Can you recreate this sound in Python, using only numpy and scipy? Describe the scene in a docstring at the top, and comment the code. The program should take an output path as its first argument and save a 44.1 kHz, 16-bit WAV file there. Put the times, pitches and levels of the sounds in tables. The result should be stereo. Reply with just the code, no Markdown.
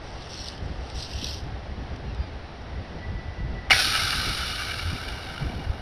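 """A backyard, where a pressurised bottle bursts open: a tick, a crack and a short wet squeal, then a jet
of foam that hisses, gurgles and sputters while its pressure runs out. The ground mirrors the jet and
gives it a hollow colour; spray fizzes and foam patters back down. Distant traffic and leaves murmur, and
wind buffets the microphone's two openings (its ports). Before the burst, something rubs by the left
port, a far bird calls and a thin whistle grows."""
import sys
import numpy as np
from scipy import signal
from scipy.fft import rfft, irfft
from scipy.io import wavfile
from scipy.ndimage import uniform_filter1d

SR = 44100
rng = np.random.default_rng(int(sys.argv[2]) if len(sys.argv) > 2 else 0)


def wav_out(sig):
    """Save sig, one row per channel (or a flat mono array), as 16-bit PCM at SR to the path in sys.argv[1]."""
    wavfile.write(sys.argv[1], SR, np.round(np.clip(np.atleast_2d(sig).T, -1, 1) * 32767).astype(np.int16))


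N = 256220
T = np.arange(N) / SR
HZ = np.fft.rfftfreq(N, 1 / SR)
TICK_S, BURST_S = 3.6997, 3.7062  # the bottle ticks, then splits open
SINCE_BURST = np.maximum(T - BURST_S, 0)


def amp(db):
    """Turns decibels into a gain."""
    return 10 ** (np.asarray(db) / 20)


def unit(x):
    """Scales a signal to an average (rms) level of 1."""
    return x / np.sqrt(np.mean(x ** 2) + 1e-20)


def pan(db):
    """Left and right gains that make the left side louder by db."""
    return amp([[db / 2], [-db / 2]])


def bump(s, half):
    """A smooth swell of height 1 around second s."""
    return np.exp(-((T - s) / half) ** 2)


def read(points, hz):
    """Looks up frequencies in a table, on a logarithmic scale."""
    f, value = np.transpose(points)
    return np.interp(np.log(hz + 1), np.log(f + 1), value)


def follow(rows, column):
    """Glides through one column of a table as time passes."""
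    rows = np.array(rows)
    return np.interp(T, rows[:, 0], rows[:, column])


def during(rows, fade_s):
    """Fades in at a table's first time and out at its last."""
    return np.clip(np.minimum(T - rows[0][0], rows[-1][0] - T) / fade_s, 0, 1)


def colour(x, points):
    """Filters a sound by a table of levels, ringing only after each click, never before."""
    log_gain = np.log(amp(read(points, abs(np.fft.fftfreq(4096, 1 / SR)))))
    taps = np.fft.ifft(np.exp(np.conj(signal.hilbert(log_gain)))).real[:2048]
    return signal.oaconvolve(x, taps)[:N]


def wander(rate_hz):
    """A smooth random wobble of average size 1."""
    return unit(irfft(rfft(rng.standard_normal(N)) * np.exp(-(HZ / rate_hz) ** 2), N))


def pair(a, b, same):
    """Mixes two unrelated signals into left and right; same=1 makes them identical."""
    return np.array([a, irfft(same * rfft(a) + np.sqrt(1 - same ** 2) * rfft(b), N)])


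def noise(points, same):
    """Stereo noise of level 1, coloured by a table."""
    white = pair(*rng.standard_normal((2, N)), same)
    return unit(irfft(rfft(white) * amp(read(points, HZ)), N))


def grains(per_s, spread_db):
    """Scattered clicks of uneven size."""
    size = amp(spread_db * np.minimum(rng.exponential(1, N), 4)) * rng.choice([-1, 1], N)
    return unit(size * (rng.random(N) < per_s / SR))


# The background wash. Each row: frequency in Hz, level in dB.
YARD_COLOUR = [(40, 5), (200, 0), (500, 0), (760, 2.5), (1050, -4.5), (1900, -4.5), (2400, -12.5),
               (4000, -15.5), (5600, -19), (9000, -21.5), (11000, -28.5), (12500, -49), (14500, -51)]
# Each row: frequency in Hz, how alike left and right are (0 to 1).
YARD_LIKENESS = [(50, 0.99), (600, 0.75), (2000, 0.049), (5000, 0.15)]

def yard(level_db=-42, swell_db=-0.5):
    """Distant traffic and leaves blend into a steady wash."""
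    return noise(YARD_COLOUR, read(YARD_LIKENESS, HZ)) * amp(level_db + swell_db * wander(rate_hz=8.7))


# One list for each note. Each row: time in seconds, base pitch in Hz, level in dB.
BIRD_NOTES = [
    [(2.045, 1435, -61), (2.082, 1410, -56), (2.11, 1338, -54), (2.135, 1285, -60)],
    [(2.13, 1275, -59), (2.17, 1262, -56), (2.195, 1205, -54), (2.26, 1207, -54), (2.305, 1100, -57)],
]

def bird(overtones_db=(-2.5, -8.5, -9), fading_db=3.5):
    """Falling notes heard by their overtones, each fading in and out on its way through the trees."""
    out = np.zeros(N)
    for note in BIRD_NOTES:
        pitch = follow(note, column=1) * (1 + 0.003 * wander(rate_hz=170))
        angle = 2 * np.pi * np.cumsum(pitch) / SR
        voice = sum(amp(db + fading_db * wander(rate_hz=14)) * np.sin(multiple * angle)
                    for multiple, db in enumerate(overtones_db, start=2))
        out += voice * amp(follow(note, column=2)) * during(note, fade_s=.01)
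    return out


# Each row: middle of a swell in seconds, half its length in seconds, level in dB.
WHISTLE_SWELLS = [(3.043, 0.041, -52), (3.192, 0.021, -50), (3.4, 0.02, -51), (3.60, 0.043, -50)]

def whistle(pitch_hz=1979, sag_hz=16, waver=0.00202, fuzz=0.44, base_db=-54.5,
            start_s=2.45, rise_s=0.53, stop_s=3.7):
    """A thin, airy tone that grows, goes a little flat in each swell and stops at the burst."""
    swells = np.array([bump(s, half) for s, half, _ in WHISTLE_SWELLS])
    pitch = pitch_hz * (1 + waver * wander(rate_hz=8.1)) - sag_hz * swells.sum(0)
    angle = 2 * np.pi * np.cumsum(pitch) / SR
    tone = (1 + fuzz * wander(rate_hz=38)) * np.sin(angle) + fuzz * wander(rate_hz=22) * np.cos(angle)
    level = amp(base_db) + amp(np.array(WHISTLE_SWELLS)[:, 2]) @ swells
    sounding = np.clip(np.minimum((T - start_s) / rise_s, (stop_s - T) / 0.0097), 0, 1)
    return tone * level * sounding * pan(db=7)


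# The wind's deep rumble and its higher flutter. Each row: frequency in Hz, level in dB.
RUMBLE_COLOUR = [(10, -16), (25, -7.5), (55, 3.5), (80, 2), (110, -3), (160, -15.5), (300, -65)]
FLUTTER_COLOUR = [(70, -8.5), (130, -1), (200, -5), (300, -10), (500, -18.5), (1200, -74)]
# Each row: middle of a gust in seconds, half its length in seconds, rumble in dB, flutter in dB,
# left minus right in dB.
GUSTS = [(0.66, 0.057, -30.5, -37.5, 1.5), (.78, 0.047, -35, -46.5, 5), (0.988, .03, -34, -62, 5),
         (1.23, 0.042, -36.5, -37.5, -3), (1.473, 0.084, -34.5, -43, 7.5), (1.715, 0.031, -38, -44.5, -8),
         (1.818, 0.035, -32.5, -40, 10.5), (1.93, 0.021, -31.5, -44, 13.5), (2.076, 0.076, -33, -39, 4.5),
         (2.283, 0.11, -39, -45.5, -2), (2.8, 0.078, -37, -46.5, 11), (2.99, 0.058, -41, -43.5, 10),
         (3.13, 0.065, -36.5, -42, 9), (3.273, 0.018, -34.5, -58, 1), (3.425, 0.027, -30, -39, 10),
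         (3.523, 0.049, -33, -37, 6), (3.736, 0.057, -38.5, -43.5, 5), (3.89, 0.043, -35, -37.5, -1.5),
         (4.043, 0.091, -40.5, -47.5, 13.5), (4.181, 0.028, -30.5, -39.5, 3.5), (4.284, 0.028, -35, -34, 9),
         (4.427, .06, -41, -49, 8), (4.72, 0.026, -43, -61, -3), (4.85, 0.058, -34.5, -42, -8),
         (4.938, 0.015, -33, -30.5, -9), (5.098, 0.058, -35.5, -46, 5), (5.452, .038, -32, -33.5, 6),
         (5.576, 0.034, -39, -37.5, 12), (5.675, 0.06, -33.5, -51, 11), (5.8, 0.031, -49, -42.5, 8)]
# Small whirls of air. Each row: time in seconds, level in dB, pitch in Hz, half length in seconds,
# left minus right in dB.
EDDIES = [(1.161, -26.5, 67, 0.016, -7), (2.204, -23, 66, 0.014, -13.5), (3.093, -28.5, 78.5, 0.023, 10),
          (4.874, -29.5, 85.4, 0.032, -9), (5.702, -19.5, 65, 0.0064, -18)]

def wind(breeze_rumble_db=-41, breeze_flutter_db=-49.5, lumpy_db=1.5):
    """A breeze and its gusts press on the ports, each gust from its own side; single eddies thump."""
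    rumble_power, flutter_power = amp(breeze_rumble_db) ** 2, amp(breeze_flutter_db) ** 2
    for s, half, rumble_db, flutter_db, side_db in GUSTS:
        gust = bump(s, half) * pan(side_db) ** 2
        rumble_power = rumble_power + gust * amp(rumble_db) ** 2
        flutter_power = flutter_power + gust * amp(flutter_db) ** 2
    rumble = noise(RUMBLE_COLOUR, same=.2) * np.sqrt(rumble_power) * amp(lumpy_db * wander(rate_hz=12))
    flutter = noise(FLUTTER_COLOUR, same=0.29) * np.sqrt(flutter_power) * amp(2 * wander(rate_hz=65) - 1)
    out = rumble + flutter * pan(db=4)
    for (s, db, hz, half, side_db), (turn, right_turn) in zip(EDDIES, rng.random((len(EDDIES), 2))):
        phase = 2 * np.pi * (turn + np.array([[0], [right_turn / 4]]))
        out += amp(db) * pan(side_db) * bump(s, half) * np.cos(2 * np.pi * hz * (T - s) + phase)
    return out


def stroke(start, length, db, bite_s=0.021, press_db_per_s=25.5, let_go_s=0.058):
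    """The force of one rub: it bites, presses harder as it goes, and lets go."""
    past_end = T - start - length
    pressing = amp(db + press_db_per_s * np.minimum(past_end, 0))
    return np.clip((T - start) / bite_s, 0, 1) * pressing * np.exp(-np.maximum(past_end, 0) / let_go_s)


def shifting_contact(x, crisp_db, body_db, patch_db=2.5, sheen_hz=10800, body_hz=2950, width_hz=750):
    """The rub's colour shifts in random patches; a crisp stroke adds top treble, a firm one body."""
    hz, t, spectrum = signal.stft(x, SR, nperseg=512)
    patches = uniform_filter1d(rng.standard_normal(spectrum.shape), 5, axis=1)  # smooth over time
    patches = unit(uniform_filter1d(patches, 7, axis=0))  # and over frequency
    sheen_db = np.interp(t, T, crisp_db) / (1 + np.exp((sheen_hz - hz[:, None]) / 500))
    firm_db = np.interp(t, T, body_db) * np.exp(-((hz[:, None] - body_hz) / width_hz) ** 2)
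    return signal.istft(spectrum * amp(patch_db * patches + sheen_db + firm_db), SR, nperseg=512)[1][:N]


# The rubbing at the near and at the far port. Each row: frequency in Hz, level in dB.
RUB_NEAR_COLOUR = [(1500, -28), (2300, -17), (2650, -1), (4000, 0), (5700, 2.5), (7500, 8.5), (9000, -1),
                   (10000, -14), (11500, 4.5), (13500, -20), (14500, -30)]
RUB_FAR_COLOUR = [(1500, -23), (2700, 2), (5000, 6), (6500, -6), (8000, -8), (9000, 4), (11500, 9),
                  (13500, -5), (14500, -28)]
# Each row: start in seconds, length in seconds, final level in dB, extra treble in dB, extra body in dB.
RUB_STROKES = [(0, 0.35, -43.3, -11, -0.5), (0.285, 0.12, -37.3, -2, -1.5), (0.439, 0.039, -35, -4, 3),
               (0.592, 0.35, -47, -9, -2), (0.936, 0.095, -33, -2, -3.5), (1.064, 0.166, -36.5, 4, 6.5),
               (1.224, 0.087, -34, 10, -0.5)]
# Small snags while the rubbing lasts, then three faint lone ticks after it has stopped.
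# Each row: time in seconds, relative level in dB.
TICKS = [(0.218, -36), (0.224, -37), (0.2944, -34), (0.334, -32), (.342, -30), (.3555, -32), (.4395, -29),
         (.4435, -32), (.485, -25.5), (0.579, -36), (.63, -39), (.659, -39), (0.9, -34), (1.006, -27),
         (1.025, -30), (1.2155, -36), (1.244, -17.5), (1.266, -29), (1.269, -29), (1.2847, -35),
         (1.307, -33), (1.328, -32), (1.3435, -33), (1.367, -36.5), (1.962, -37.5), (2.148, -38),
         (2.617, -42)]

def rubbing(force_db=1.0, grain_db=2, tick_db=-3, tick_s=0.0019, click_db=12, right_db=-15):
    """Dry friction by the left port: tiny slips hiss, snags click and scrape; lone ticks follow."""
    strokes = np.array([stroke(*row[:3]) for row in RUB_STROKES])
    # the strongest stroke has the most say in the colour
    crisp_db, body_db = np.array(RUB_STROKES)[:, 3:].T @ strokes / (strokes.sum(0) + 1e-3)
    force = strokes.max(0) * amp(force_db + 0.81 * wander(rate_hz=110))
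    force += sum(amp(tick_db + db) * (T > s) * np.exp(-abs(T - s) / tick_s) for s, db in TICKS)
    clicks = sum(amp(click_db + db) * (np.arange(N) == round(s * SR)) for s, db in TICKS)
    sides = []
    for port in (RUB_NEAR_COLOUR, RUB_FAR_COLOUR):
        slips = unit(rng.standard_normal(N) + amp(grain_db) * grains(per_s=1100, spread_db=2.5))
        scrape = colour(slips * force + clicks, port) / np.std(colour(slips, port))
        sides.append(shifting_contact(scrape, crisp_db, body_db))
    return np.array(sides) * amp([[0], [right_db]])


# Soft plops of foam. Each row: frequency in Hz, level in dB.
PLOP_COLOUR = [(120, -17), (300, -7), (550, -4.5), (760, 5), (1100, -8), (2500, -32)]

def falling_foam(level_db=-47, flight_s=1.13, rise_s=0.44):
    """After their flight through the air, blobs of foam patter down on the leaves."""
    plops = [unit(colour(grains(per_s=500, spread_db=2.0), PLOP_COLOUR)) for _ in range(2)]
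    return pair(*plops, same=0.31) * amp(level_db) * np.clip((SINCE_BURST - flight_s) / rise_s, 0, 1)


# Fine bubbles. Each row: frequency in Hz, level in dB.
FIZZ_COLOUR = [(5000, -30), (8500, -10), (10500, -4), (11500, -6), (12700, 1), (13500, -9), (14000, -25)]

def fizz(level_db=-39, rise_s=.6, fade_db_per_s=9):
    """Tiny bubbles burst in the cloud of spray, which builds up and fades more slowly than the jet."""
    bubbles = np.array([unit(colour(grains(per_s=4200, spread_db=1), FIZZ_COLOUR)) for _ in range(2)])
    build_up = np.minimum(SINCE_BURST / rise_s, 1) ** 2
    return bubbles * build_up * amp(level_db - fade_db_per_s * SINCE_BURST)


# Each row: middle of a pop in seconds, half its length in seconds, pitch in Hz, level in dB.
GOBS = [(3.713, .004, 600, -28), (3.732, 0.0053, 680, -28), (3.751, .004, 1850, -22),
        (3.765, 0.0045, 680, -30), (3.799, .016, 700, -33)]

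def gobs(rough=0.79, sag_per_s=9):
    """The first thick gobs leave the split with short, wet, falling pops."""
    out = np.zeros(N)
    for s, half, hz, db in GOBS:
        pitch = hz * np.exp(-sag_per_s * np.clip(T - s, -2 * half, 2 * half))
        angle = 2 * np.pi * np.cumsum(pitch) / SR
        out += amp(db) * bump(s, half) * np.sin(angle + rough * wander(rate_hz=300))
    return out


def drained_db(db_per_s=10.5, db_per_s2=1.18):
    """How far the pressure has fallen as the bottle empties, a little faster towards the end."""
    return db_per_s * SINCE_BURST + db_per_s2 * SINCE_BURST ** 2


def sputter(rate_hz=44, uneven=0.3, depth_db=1.1, growth_db_per_s=.8):
    """A level swing in dB: gas and foam take turns in the split, more strongly as the bottle empties."""
    turns = np.cumsum(rate_hz * np.exp(uneven * wander(rate_hz=50))) / SR
    throb = np.cos(2 * np.pi * turns) + .35 * np.sin(4 * np.pi * turns) + 0.6 * wander(rate_hz=130)
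    return unit(throb) * (depth_db + growth_db_per_s * SINCE_BURST)


def ring(x, hz, width_hz):
    """Makes a sound ring in a narrow band around a moving pitch."""
    turn = np.exp(2j * np.pi * np.cumsum(hz) / SR)
    decay = np.exp(-np.pi * width_hz / SR)
    return 2 * (turn * signal.lfilter([(1 - decay) ** 2], [1, -2 * decay, decay ** 2], x / turn)).real


# The bottle's hollow tones. Each row: pitch in Hz, width in Hz, level in dB.
HOLLOW_TONES = [(797, 130, -6), (1292, 105, 6.5), (1472, 273, 5.5), (2280, 160, 4), (2890, 190, 1)]
# Lumps of foam pass the split. Each row: time in seconds, half length in seconds,
# change of the gurgle in dB, change of the jet's hiss in dB.
FOAM_LUMPS = [(3.802, .018, 3.5, 3), (3.85, .03, -4, 2), (3.957, 0.023, 6, 1.5), (4.133, 0.013, 6.5, -1),
              (4.204, 0.0049, 1, -2), (4.63, 0.031, 3.5, 1.5), (4.707, 0.022, 4.5, 1.5),
              (4.79, .02, 1, 2.5), (4.974, .005, 3, 2), (5.085, .008, 4, 2.5), (5.34, 0.005, 4, 2),
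              (5.43, .006, 10, 3), (5.5, .006, 4, 1), (5.6, 0.01, 5, 1)]

def gurgle(throb_db, level_db=-31.4, drain_share=.82, bubble_db=-4,
           full_rise=0.293, clearing_s=0.07, slosh_hz=48):
    """Bursting bubbles ring the hollow above the foam; its pitch sinks, and wanders as foam sloshes."""
    bubbles = rng.standard_normal(N) + amp(bubble_db) * grains(per_s=450, spread_db=5.5)
    stretch = 1 + full_rise * np.exp(-SINCE_BURST / clearing_s)  # higher while the bottle is full
    hollow = unit(sum(amp(db) * ring(bubbles, hz * stretch + slosh_hz * wander(rate_hz=23), width)
                      for hz, width, db in HOLLOW_TONES))
    surge_db = sum(db * bump(s, half) for s, half, db, _ in FOAM_LUMPS)
    level = amp(level_db - drain_share * drained_db() + surge_db + throb_db)
    return hollow * (T > BURST_S) * level * pan(db=2.5)


# The jet's hiss. Each row: frequency in Hz, level in dB.
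JET_COLOUR = [(200, -11.5), (500, -32), (800, -6), (1080, -17), (1300, -0.5), (1650, -3.5), (2000, -5.5),
              (2550, -7), (3200, -8.5), (3600, -2.5), (5700, -4.5), (9000, -1), (12000, 2.5),
              (14500, -11.5)]
# Each row: frequency in Hz, how alike left and right are (0 to 1).
JET_LIKENESS = [(300, 0.95), (1400, 0.96), (4500, 0.48), (6000, 0.35), (9300, 0.94), (14000, 0.28)]

def jet(throb_db, start_db=-20.5, dulling=0.12, untilted_db=-30, spit_db=-7,
        flicker_db=0.93, throb_share=0.67):
    """Churning gas and bursting foam hiss, surging with the lumps and dulling as the pressure falls."""
    gas = rng.standard_normal((2, N))
    spits = np.array([grains(per_s=900, spread_db=4.0) for _ in range(2)])
    flow = pair(*(gas + amp(spit_db) * spits), read(JET_LIKENESS, HZ))
    flow = unit(np.array([colour(side, JET_COLOUR) for side in flow]))
    pressure_db = start_db - drained_db()
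    hz, t, spectrum = signal.stft(flow, SR, nperseg=512)
    tilt_db_per_octave = dulling * (np.interp(t, T, pressure_db) - untilted_db)
    octaves = np.log2(np.maximum(hz, 700) / 2500)[:, None]
    hiss = signal.istft(spectrum * amp(tilt_db_per_octave * octaves), SR, nperseg=512)[1][:, :N]
    opening = np.minimum(SINCE_BURST / 0.0072, 1)
    surge_db = sum(db * bump(s, half) for s, half, _, db in FOAM_LUMPS)
    shake_db = throb_share * throb_db + flicker_db * wander(rate_hz=280)
    return hiss * opening * amp(pressure_db + surge_db + shake_db)


# The bottle gives way. Each row: start in seconds, relative level in dB, fading time in seconds.
CRACKS = [(3.6997, -18, .0075), (3.7062, -6, 0.0049), (3.71, -10, 0.0014), (3.714, -12, .0041),
          (3.729, -12.5, 0.0069)]
# The noise of those cracks. Each row: frequency in Hz, level in dB.
CRACK_COLOUR = [(100, -15), (450, -12), (780, 0), (1050, -9), (1300, 3), (1900, 3), (2600, -1), (4400, -12),
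                (5800, -3), (9000, -4), (14000, -12.5)]
# The wall's ring. Each row: pitch in Hz, level in dB, seconds to fade by 60 dB.
WALL_TONES = [(775, -22.5, 0.1), (1295, -11, 0.037), (1890, 0, 0.0055), (2890, -14, 0.032)]
# The squeal's path. Each row: time in seconds, pitch in Hz, relative level in dB.
SQUEAL_PATH = [(3.713, 2700, -20), (3.7175, 2400, 0), (3.7195, 2170, 0), (3.723, 2150, -13),
               (3.728, 2250, -7), (3.7315, 2300, -9), (3.7342, 1600, -9), (3.737, 1200, -28)]

def burst(crack_db=-3, squeal_db=-8, overtone_db=-11, snap_rise_s=0.001):
    """The wall snaps and rings, gas puffs out, and the split's lips squeal as they are forced apart."""
    puffs = sum(amp(db) * np.clip((T - s) / 0.0006, 0, 1) * np.exp(-np.maximum(T - s, 0) / decay)
                for s, db, decay in CRACKS)
    snap = sum(amp(db - 60 * np.minimum(SINCE_BURST / ring_s, 2)) * np.sin(2 * np.pi * hz * SINCE_BURST)
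               for hz, db, ring_s in WALL_TONES)
    snap *= np.minimum(SINCE_BURST / snap_rise_s, 1)
    pitch = follow(SQUEAL_PATH, column=1) * (1 + 0.0271 * wander(rate_hz=474))
    angle = 2 * np.pi * np.cumsum(pitch) / SR
    squeal = np.sin(angle) + amp(overtone_db) * np.sin(2 * angle)
    squeal *= amp(squeal_db + follow(SQUEAL_PATH, column=2)) * during(SQUEAL_PATH, fade_s=0.001)
    return amp(crack_db) * puffs * noise(CRACK_COLOUR, same=1.0) + snap + squeal


# Echoes from a stump, a carton and a fence. Each row: delay in seconds, level in dB.
ECHOES = [(.0052, -15.5), (0.0122, -14.5), (0.0205, -28)]
# Each row: frequency in Hz, how far the left wave runs ahead of the right in radians.
LEFT_LEAD = [(100, 0.5), (800, 0.58), (1700, 0.56), (2100, 0.14), (3500, -0.98), (5000, -0.5), (7000, -2),
             (8500, 0.5), (9500, -2.5), (12000, -5.5)]

def outdoors(x, ground_hz=728, ground_gain=0.14, soak_hz=4800, scatter_db=-14, tail_s=0.58):
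    """The ground's echo makes the sound hollow; things nearby reflect it; trees scatter a thin tail."""
    ground = ground_gain * np.exp(-(HZ / soak_hz) ** 2 - 2j * np.pi * HZ / ground_hz)
    echoes = sum(amp(db) * np.exp(-2j * np.pi * HZ * delay) for delay, db in ECHOES)
    lead = np.exp(1j * np.outer([.5, -.5], read(LEFT_LEAD, HZ)))
    near = irfft(rfft(x) * (1 + ground + echoes) * lead, N) * (T > TICK_S)
    t = T[:SR // 2]
    trees = rng.standard_normal((2, len(t))) * (rng.random((2, len(t))) < 1500 / SR)
    trees *= (t > .006) * amp(-60 * t / tail_s)
    trees /= np.linalg.norm(trees, axis=1, keepdims=True)
    return near + amp(scatter_db) * signal.fftconvolve(near, trees, axes=1)[:, :N]


def scene():
    """The bottle in its yard; jet and gurgle share one sputter."""
    throb_db = sputter()
    bottle = jet(throb_db) + gurgle(throb_db) + burst() + gobs()
    return outdoors(bottle) + fizz() + falling_foam() + rubbing() + wind() + yard() + whistle() + bird()


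# The microphone's two ports. Each row: frequency in Hz, boost or cut in dB.
LEFT_PORT = [(500, 1), (1500, 3), (1950, -1), (2700, 7.5), (5700, 7), (6100, -5), (6700, -25.5),
             (7500, -23), (8300, -13), (9000, -7), (10400, -13.5), (11600, -20), (12700, -16),
             (14400, -12.5)]
RIGHT_PORT = [(500, 2.5), (1400, -1.5), (2200, 5), (3300, -1), (4500, -4.5), (5200, -10), (6500, -8.5),
              (7400, -19), (7900, -28), (8500, -19.5), (10300, -11), (11900, -25), (12700, -15.5),
              (13600, -24), (14200, -62)]

def record(dry):
    """Each port colours the sound, loud peaks are rounded off and the highest treble is cut."""
    heard = np.tanh([colour(dry[0], LEFT_PORT), colour(dry[1], RIGHT_PORT)])
    treble_cut = signal.firwin(511, cutoff=14550, window=("kaiser", 9), fs=SR)
    return signal.oaconvolve(heard, treble_cut[None], "same")


dry = scene()
out = record(dry)
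wav_out(out)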